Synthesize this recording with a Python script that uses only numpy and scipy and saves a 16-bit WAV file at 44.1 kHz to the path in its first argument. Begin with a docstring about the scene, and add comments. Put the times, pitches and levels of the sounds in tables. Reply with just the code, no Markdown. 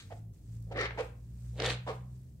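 """Wet squelches and gulps: two hands squeeze a soapy sponge twice in a basin, in a small hard room.
Each squeeze forces out a crowd of bursting bubbles, with squirts, plops and snapping soap film;
as the grip opens, water gulps back in. A dying squelch and a small gulp open the scene.
Foam fizzes faintly throughout, and a distant motor hums as it slowly gains speed."""
import sys
import numpy as np
from scipy import signal
from scipy.fft import rfft, irfft
from scipy.io import wavfile
from scipy.ndimage import uniform_filter1d

SR = 44100
rng = np.random.default_rng(int(sys.argv[2]) if len(sys.argv) > 2 else 0)


def generate_wav(signal):
    """Clip the signal to [-1, 1] and save it as 16-bit WAV at the path in sys.argv[1]."""
    frames = np.transpose(np.atleast_2d(signal))
    scaled = np.clip(frames, -1, 1) * 32767
    pcm = np.round(scaled).astype(np.int16)
    wavfile.write(sys.argv[1], SR, pcm)


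N = 105840
T, HZ = np.arange(N) / SR, np.fft.rfftfreq(N, 1 / SR)

# gulp colours: freq_hz, gain_db
SMALL_GULP = [(300, -22.5), (660, 5.5), (850, -8.5), (1100, -10.5), (2000, -14.5), (7000, -31),
              (12000, -50)]
DEEP_GULP = [(300, -16), (450, -4.5), (720, -6), (980, -9), (2500, -16), (7500, -36.5), (12000, -51)]
WIDE_GULP = [(300, -12.5), (480, -3), (1050, -2.5), (1550, -11.5), (4000, -21), (8000, -32.5), (12000, -48)]


def amp(db):
    """Decibels to gain."""
    return 10 ** (np.asarray(db) / 20)


def read(points, hz):
    """Interpolates on a log-frequency axis."""
    freq_hz, value = np.transpose(points)
    return np.interp(np.log(hz + 1), np.log(freq_hz), value)


def curve(points):
    """Interpolates over time."""
    return np.interp(T, *np.transpose(points))


def shaped(x, gain):
    """Filters by a gain per frequency."""
    return irfft(rfft(x) * gain, N)


def band(low_hz, high_hz):
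    """Gain of a steep band-pass."""
    return 1 / np.sqrt((1 + (low_hz / (HZ + 1)) ** 20) * (1 + (HZ / high_hz) ** 20))


def add(mix, start_s, sound):
    """Mixes a sound in, in place."""
    part = mix[:, max(round(start_s * SR), 0):][:, :sound.shape[-1]]
    part += sound[..., :part.shape[1]]


def steadied(x, samples):
    """Holds short-term rms at one, leaving the grain."""
    power = abs(uniform_filter1d(uniform_filter1d((x ** 2).mean(0), samples), samples))
    return x / np.sqrt(power + power.max() / 10 ** 4)


def bubble(hz, cycles, rise, lag_s=0, onset_cycles=0.46):
    """A rising sine, 60 dB down after `cycles`; reaches the right channel lag_s later."""
    delays_s = np.maximum([[-lag_s], [lag_s]], 0)
    t = np.arange(int(SR * (cycles / hz + abs(lag_s)))) / SR
    turns = np.maximum(t - delays_s, 0) * hz
    age = turns / cycles
    envelope = (1 - np.exp(-turns / onset_cycles)) * np.exp(-np.log(1000) * age)
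    return envelope * np.sin(2 * np.pi * turns * (1 + rise * age))


def crowd(start_s, end_s, per_s, cycles, spread_db, scatter_s):
    """Bubbles of all sizes burst at random moments and places."""
    out = np.zeros((2, N))
    span_s = end_s - start_s
    draws = np.random.default_rng(rng.integers(2 ** 30)).random((int(per_s * span_s), 5))
    for when, size, force, place, sign in draws:
        hz = 250 + 14000 * size ** 2.5
        strength = amp(spread_db * min(-np.log(1 - force), 3)) * (hz / 1000) ** .8
        ping = bubble(hz, cycles, rise=0.11, lag_s=(2 * place - 1) * scatter_s)
        add(out, start_s + when * span_s, np.sign(sign - .5) * strength * ping)
    return out


def air():
    """Low rumble, nearly common to both channels, and faint hiss."""
    # freq_hz, gain_db
    colour = [(28, -22.5), (55, 5.5), (130, 1), (250, -10.5), (600, -28), (1300, -48), (15000, -42.5)]
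    left, other = rng.standard_normal((2, N))
    coherence = .95 / (1 + (HZ / 1200) ** 2)
    right = shaped(left, coherence) + shaped(other, np.sqrt(1 - coherence ** 2))
    noise = shaped(np.array([left, right]), amp(read(colour, HZ)))
    return amp(-53.5) * noise / np.sqrt(np.mean(noise ** 2))


def motor():
    """A far hum of three orders, climbing in pitch and wavering in level."""
    # time_s, turns_per_s
    speed = [(0, 45), (.2, 55.1), (.8, 57.2), (1.2, 59), (1.75, 61), (2.4, 63.8)]
    # time_s, level_db
    first_order = [(0, -70), (.8, -45), (1.1, -53), (1.72, -43), (1.83, -59.5), (1.9, -52), (2.4, -59.5)]
    second_order = [(0, -59.5), (.1, -47.5), (.31, -45.5), (.38, -68), (0.5, -43.5), (.8, -43.5),
                    (1.2, -52), (1.7, -38.5), (1.85, -44.5), (2.119, -46), (2.4, -58)]
    angle = 2 * np.pi * np.cumsum(curve(speed)) / SR
    orders_db = [curve(first_order), curve(second_order), curve(second_order) - 13.5]
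    return np.sqrt(2) * sum(amp(db) * np.sin(order * angle + 2 * np.pi * rng.random())
                            for order, db in enumerate(orders_db, 1))


def room(x):
    """Diffuse tail, alike in both channels in the bass, dying sooner in the treble."""
    # freq_hz, t60_s
    decay = [(400, 0.32), (1000, 0.4), (2500, 0.37), (10000, 0.17)]
    hz, t, noise = signal.stft(rng.standard_normal((2, SR * 3 // 4)), SR, nperseg=256)
    coherence = 1 / (1 + (hz[:, None] / 620) ** 4)
    noise[1] = coherence * noise[0] + np.sqrt(1 - coherence ** 2) * noise[1]
    tail = signal.istft(noise * amp(-60 * t / read(decay, hz)[:, None]), SR, nperseg=256)[1]
    tail *= np.minimum(np.arange(tail.shape[1]) / SR / 0.0055, 1)
    return amp(-8.5) * signal.fftconvolve(x, tail / np.linalg.norm(tail[0]), axes=1)[:, :N]


def basin(x, t60_s=.09):
    """The basin rings faintly at its own pitches."""
    # pitch_hz, relative_db
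    modes = [(395, -4.5), (448, 1.5), (484, 1.5), (608, -0.5), (1192, 8.5), (1825, 14.5), (2003, 2.5),
             (2223, 5), (3042, 7)]
    t = np.arange(SR // 2) / SR
    decay_per_s = np.log(1000) / t60_s
    tones = sum(amp(db) * np.cos(2 * np.pi * hz * t) for hz, db in modes)
    ring = tones * np.exp(-decay_per_s * t) * 2 * decay_per_s / SR
    return amp(-8) * signal.fftconvolve(x, ring[None], axes=1)[:, :N]


def aside(x, lag_s=0.00017):
    """Sound from one side arrives left first, coloured by the microphone's body."""
    # freq_hz, left_minus_right_db
    balance = [(250, 3.5), (650, -5.5), (1400, 1.5), (2400, 2.5), (5000, 1)]
    left_gain = np.exp(1j * np.pi * HZ * lag_s) * amp(read(balance, HZ) / 2)
    return shaped(x, np.array([left_gain, 1 / left_gain]))


def foam():
    """Tiny bubbles keep bursting in the lather, more when it is stirred."""
    # time_s, level_db
    levels = [(.18, -70), (.25, -84), (.322, -91), (.335, -72.5), (.42, -77), (.55, -68), (.6, -74.5),
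              (.93, -79), (1.05, -64.5), (1.13, -78), (1.33, -74.5), (1.45, -67.5), (1.82, -77),
              (1.94, -67), (2.04, -79), (2.16, -73.5), (2.4, -81)]
    # freq_hz, gain_db
    colour = [(600, -7), (1700, -1.5), (3200, -4), (4500, -2), (8200, 3), (10000, -6.5), (15000, -6)]
    bubbles = crowd(0, N / SR, per_s=9900, cycles=5.5, spread_db=3, scatter_s=0.00024)
    fizz = shaped(bubbles, amp(read(colour, HZ)))
    return steadied(fizz, samples=3000) * amp(curve(levels))


def squirts(fade_s=0.0049, width_hz=170, climb_per_s=3.7):
    """Suds spurt between the fingers: brief, fuzzy, climbing whistles."""
    # centre_s, pitch_hz, level_db
    spurts = [(.796, 1894, -33), (.812, 1303, -37.5), (1.661, 3510, -36.5), (1.702, 4150, -40.5)]
    out = np.zeros((2, N))
    for centre_s, hz, db in spurts:
        t = T - centre_s
        flutter = shaped(rng.standard_normal(N), np.exp(-(HZ / width_hz) ** 2))
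        whistle = flutter * np.sin(2 * np.pi * hz * t * (1 + climb_per_s * t / 2))
        out += amp(db) * np.exp(-(t / fade_s) ** 2) * steadied(whistle[None], samples=400)
    return out


def pops(spray_rise_s=0.0016):
    """Large air pockets plop; soap films snap with a puff of spray."""
    # start_s, pitch_hz, level_db
    pockets = [(.1225, 647, -28), (.7110, 449, -34), (.7950, 420, -41), (1.0075, 480, -26.5),
               (1.629, 436, -40), (1.677, 475, -26)]
    snaps = [(0.6237, 13000, -60), (0.773, 5200, -47), (0.8112, 4200, -30.5), (0.8557, 2030, -25),
             (0.907, 1670, -29.5), (1.006, 4800, -42), (1.6, 3500, -25), (1.62, 2960, -24.5),
             (1.643, 2270, -23.5), (1.6612, 5960, -29), (1.7031, 3000, -21)]
    out = np.zeros((2, N))
    for start_s, hz, db in pockets:
        add(out, start_s, amp(db) * bubble(hz, cycles=10, rise=0.08, onset_cycles=0.49))
    age = np.arange(SR // 50) / SR / spray_rise_s
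    for start_s, hz, db in snaps:
        add(out, start_s, amp(db) * bubble(hz, cycles=7.4, rise=0.08))
        spray_band = signal.butter(3, [hz / 3, hz * 1.49], 'band', fs=SR)
        spray = signal.lfilter(*spray_band, rng.standard_normal((2, len(age))))
        add(out, start_s, amp(db - 1) * spray * age * np.exp(1 - age))
    return out


def gulps(attack_s=0.016, top_hz=1138, end_hz=378.2, sag_s=0.018):
    """Water refills the sponge: soft bubbles, and a bloop that sinks as the air pocket grows."""
    # start_s, hold_s, release_s, level_db, colour
    openings = [(0.099, 0.029, 0.0075, -50, SMALL_GULP), (0.709, 0.02, .005, -43, SMALL_GULP),
                (0.972, 0.04, .011, -37.5, DEEP_GULP), (1.863, 0.041, 0.02, -39, WIDE_GULP)]
    out = np.zeros((2, N))
    for start_s, hold_s, release_s, db, colour in openings:
        end_s = start_s + hold_s + 5 * release_s
        bubbles = crowd(start_s, end_s, per_s=14000, cycles=8.3, spread_db=2, scatter_s=.0001)
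        water = steadied(shaped(bubbles, amp(read(colour, HZ)) * band(240, 16590)), samples=500)
        age_s = np.maximum(T - start_s, 0)
        fade = np.exp(-np.maximum(age_s - hold_s, 0) / release_s)
        bloop_hz = end_hz + (top_hz - end_hz) * np.exp(-age_s / sag_s)
        bloop = amp(-1) * np.sqrt(2) * np.sin(2 * np.pi * np.cumsum(bloop_hz) / SR) * fade
        out += amp(db) * np.minimum(age_s / attack_s, 1) * fade * (water + bloop)
    return out


def squeezes():
    """Air and suds forced through the pores: three bands of bubbles, each with its own level."""
    # time_s, gurgle_db, squelch_db, spray_db
    dying = [(0, -84, -54, -55.5), (.09, -75, -87, -83)]
    first = [(.665, -70, -96, -101.5), (.748, -50.5, -57, -96), (.762, -40.5, -44, -67),
             (.8, -38, -37, -52), (.835, -43, -38.5, -53), (.863, -45.5, -39, -56), (.88, -70, -51, -80.5),
             (.912, -64, -62, -79), (.972, -55, -82, -86)]
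    second = [(1.53, -72.5, -95, -86), (1.584, -52, -55.5, -62.5), (1.602, -38, -46, -65),
              (1.615, -38.5, -46.5, -60), (1.655, -38.5, -37, -41.5), (1.674, -40, -38.5, -52.5),
              (1.7, -40.5, -38.5, -43), (1.745, -55.5, -49.5, -52), (1.765, -55, -81, -83)]
    # gurgle, squelch, spray: low_hz, high_hz
    bands = [(170, 900), (900, 4500), (4500, 16000)]
    # freq_hz, gain_db
    dull = [(250, -22), (390, -4.5), (620, -7.5), (960, -21.5), (1200, -9.5), (1550, -10.5), (1850, -7),
            (2230, -9), (2500, -17), (5600, -26.5), (10500, -51.5)]
    bright = [(320, -9.5), (470, 3), (960, -11), (1400, -3), (3700, -4), (5100, -21), (8400, -21),
              (11000, -41.5), (15000, -41.5)]
    out = np.zeros((2, N))
    for levels, colour, per_s in [(dying, bright, 13000), (first, dull, 16000), (second, bright, 6000)]:
        time_s, *bands_db = np.transpose(levels)
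        bubbles = crowd(time_s[0], time_s[-1], per_s, cycles=6.2, spread_db=4, scatter_s=.00008)
        suds = shaped(bubbles, amp(read(colour, HZ)))
        for edges_hz, db in zip(bands, bands_db):
            envelope = amp(np.interp(T, time_s, db, -np.inf, -np.inf))
            out += envelope * steadied(shaped(suds, band(*edges_hz)), samples=600)
    return out


def scene():
    """Sponge and water in basin and room, over foam, motor and air."""
    sponge = squeezes() + gulps() + squirts() + pops()
    under_mic = (T > 1.3) & (T < 1.82)  # otherwise the sponge lies to one side
    near, far = sponge * under_mic, aside(sponge * ~under_mic)
    return near + far + basin(near + far) + room(far + amp(-0.5) * near) + foam() + motor() + air()


def record(dry):
    """Steep low-pass at 15850 Hz."""
    lowpass = signal.firwin(511, 15850, window=("kaiser", 9), fs=SR)
    return signal.oaconvolve(dry, lowpass[None], "same")


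dry = scene()
out = record(dry)
generate_wav(out)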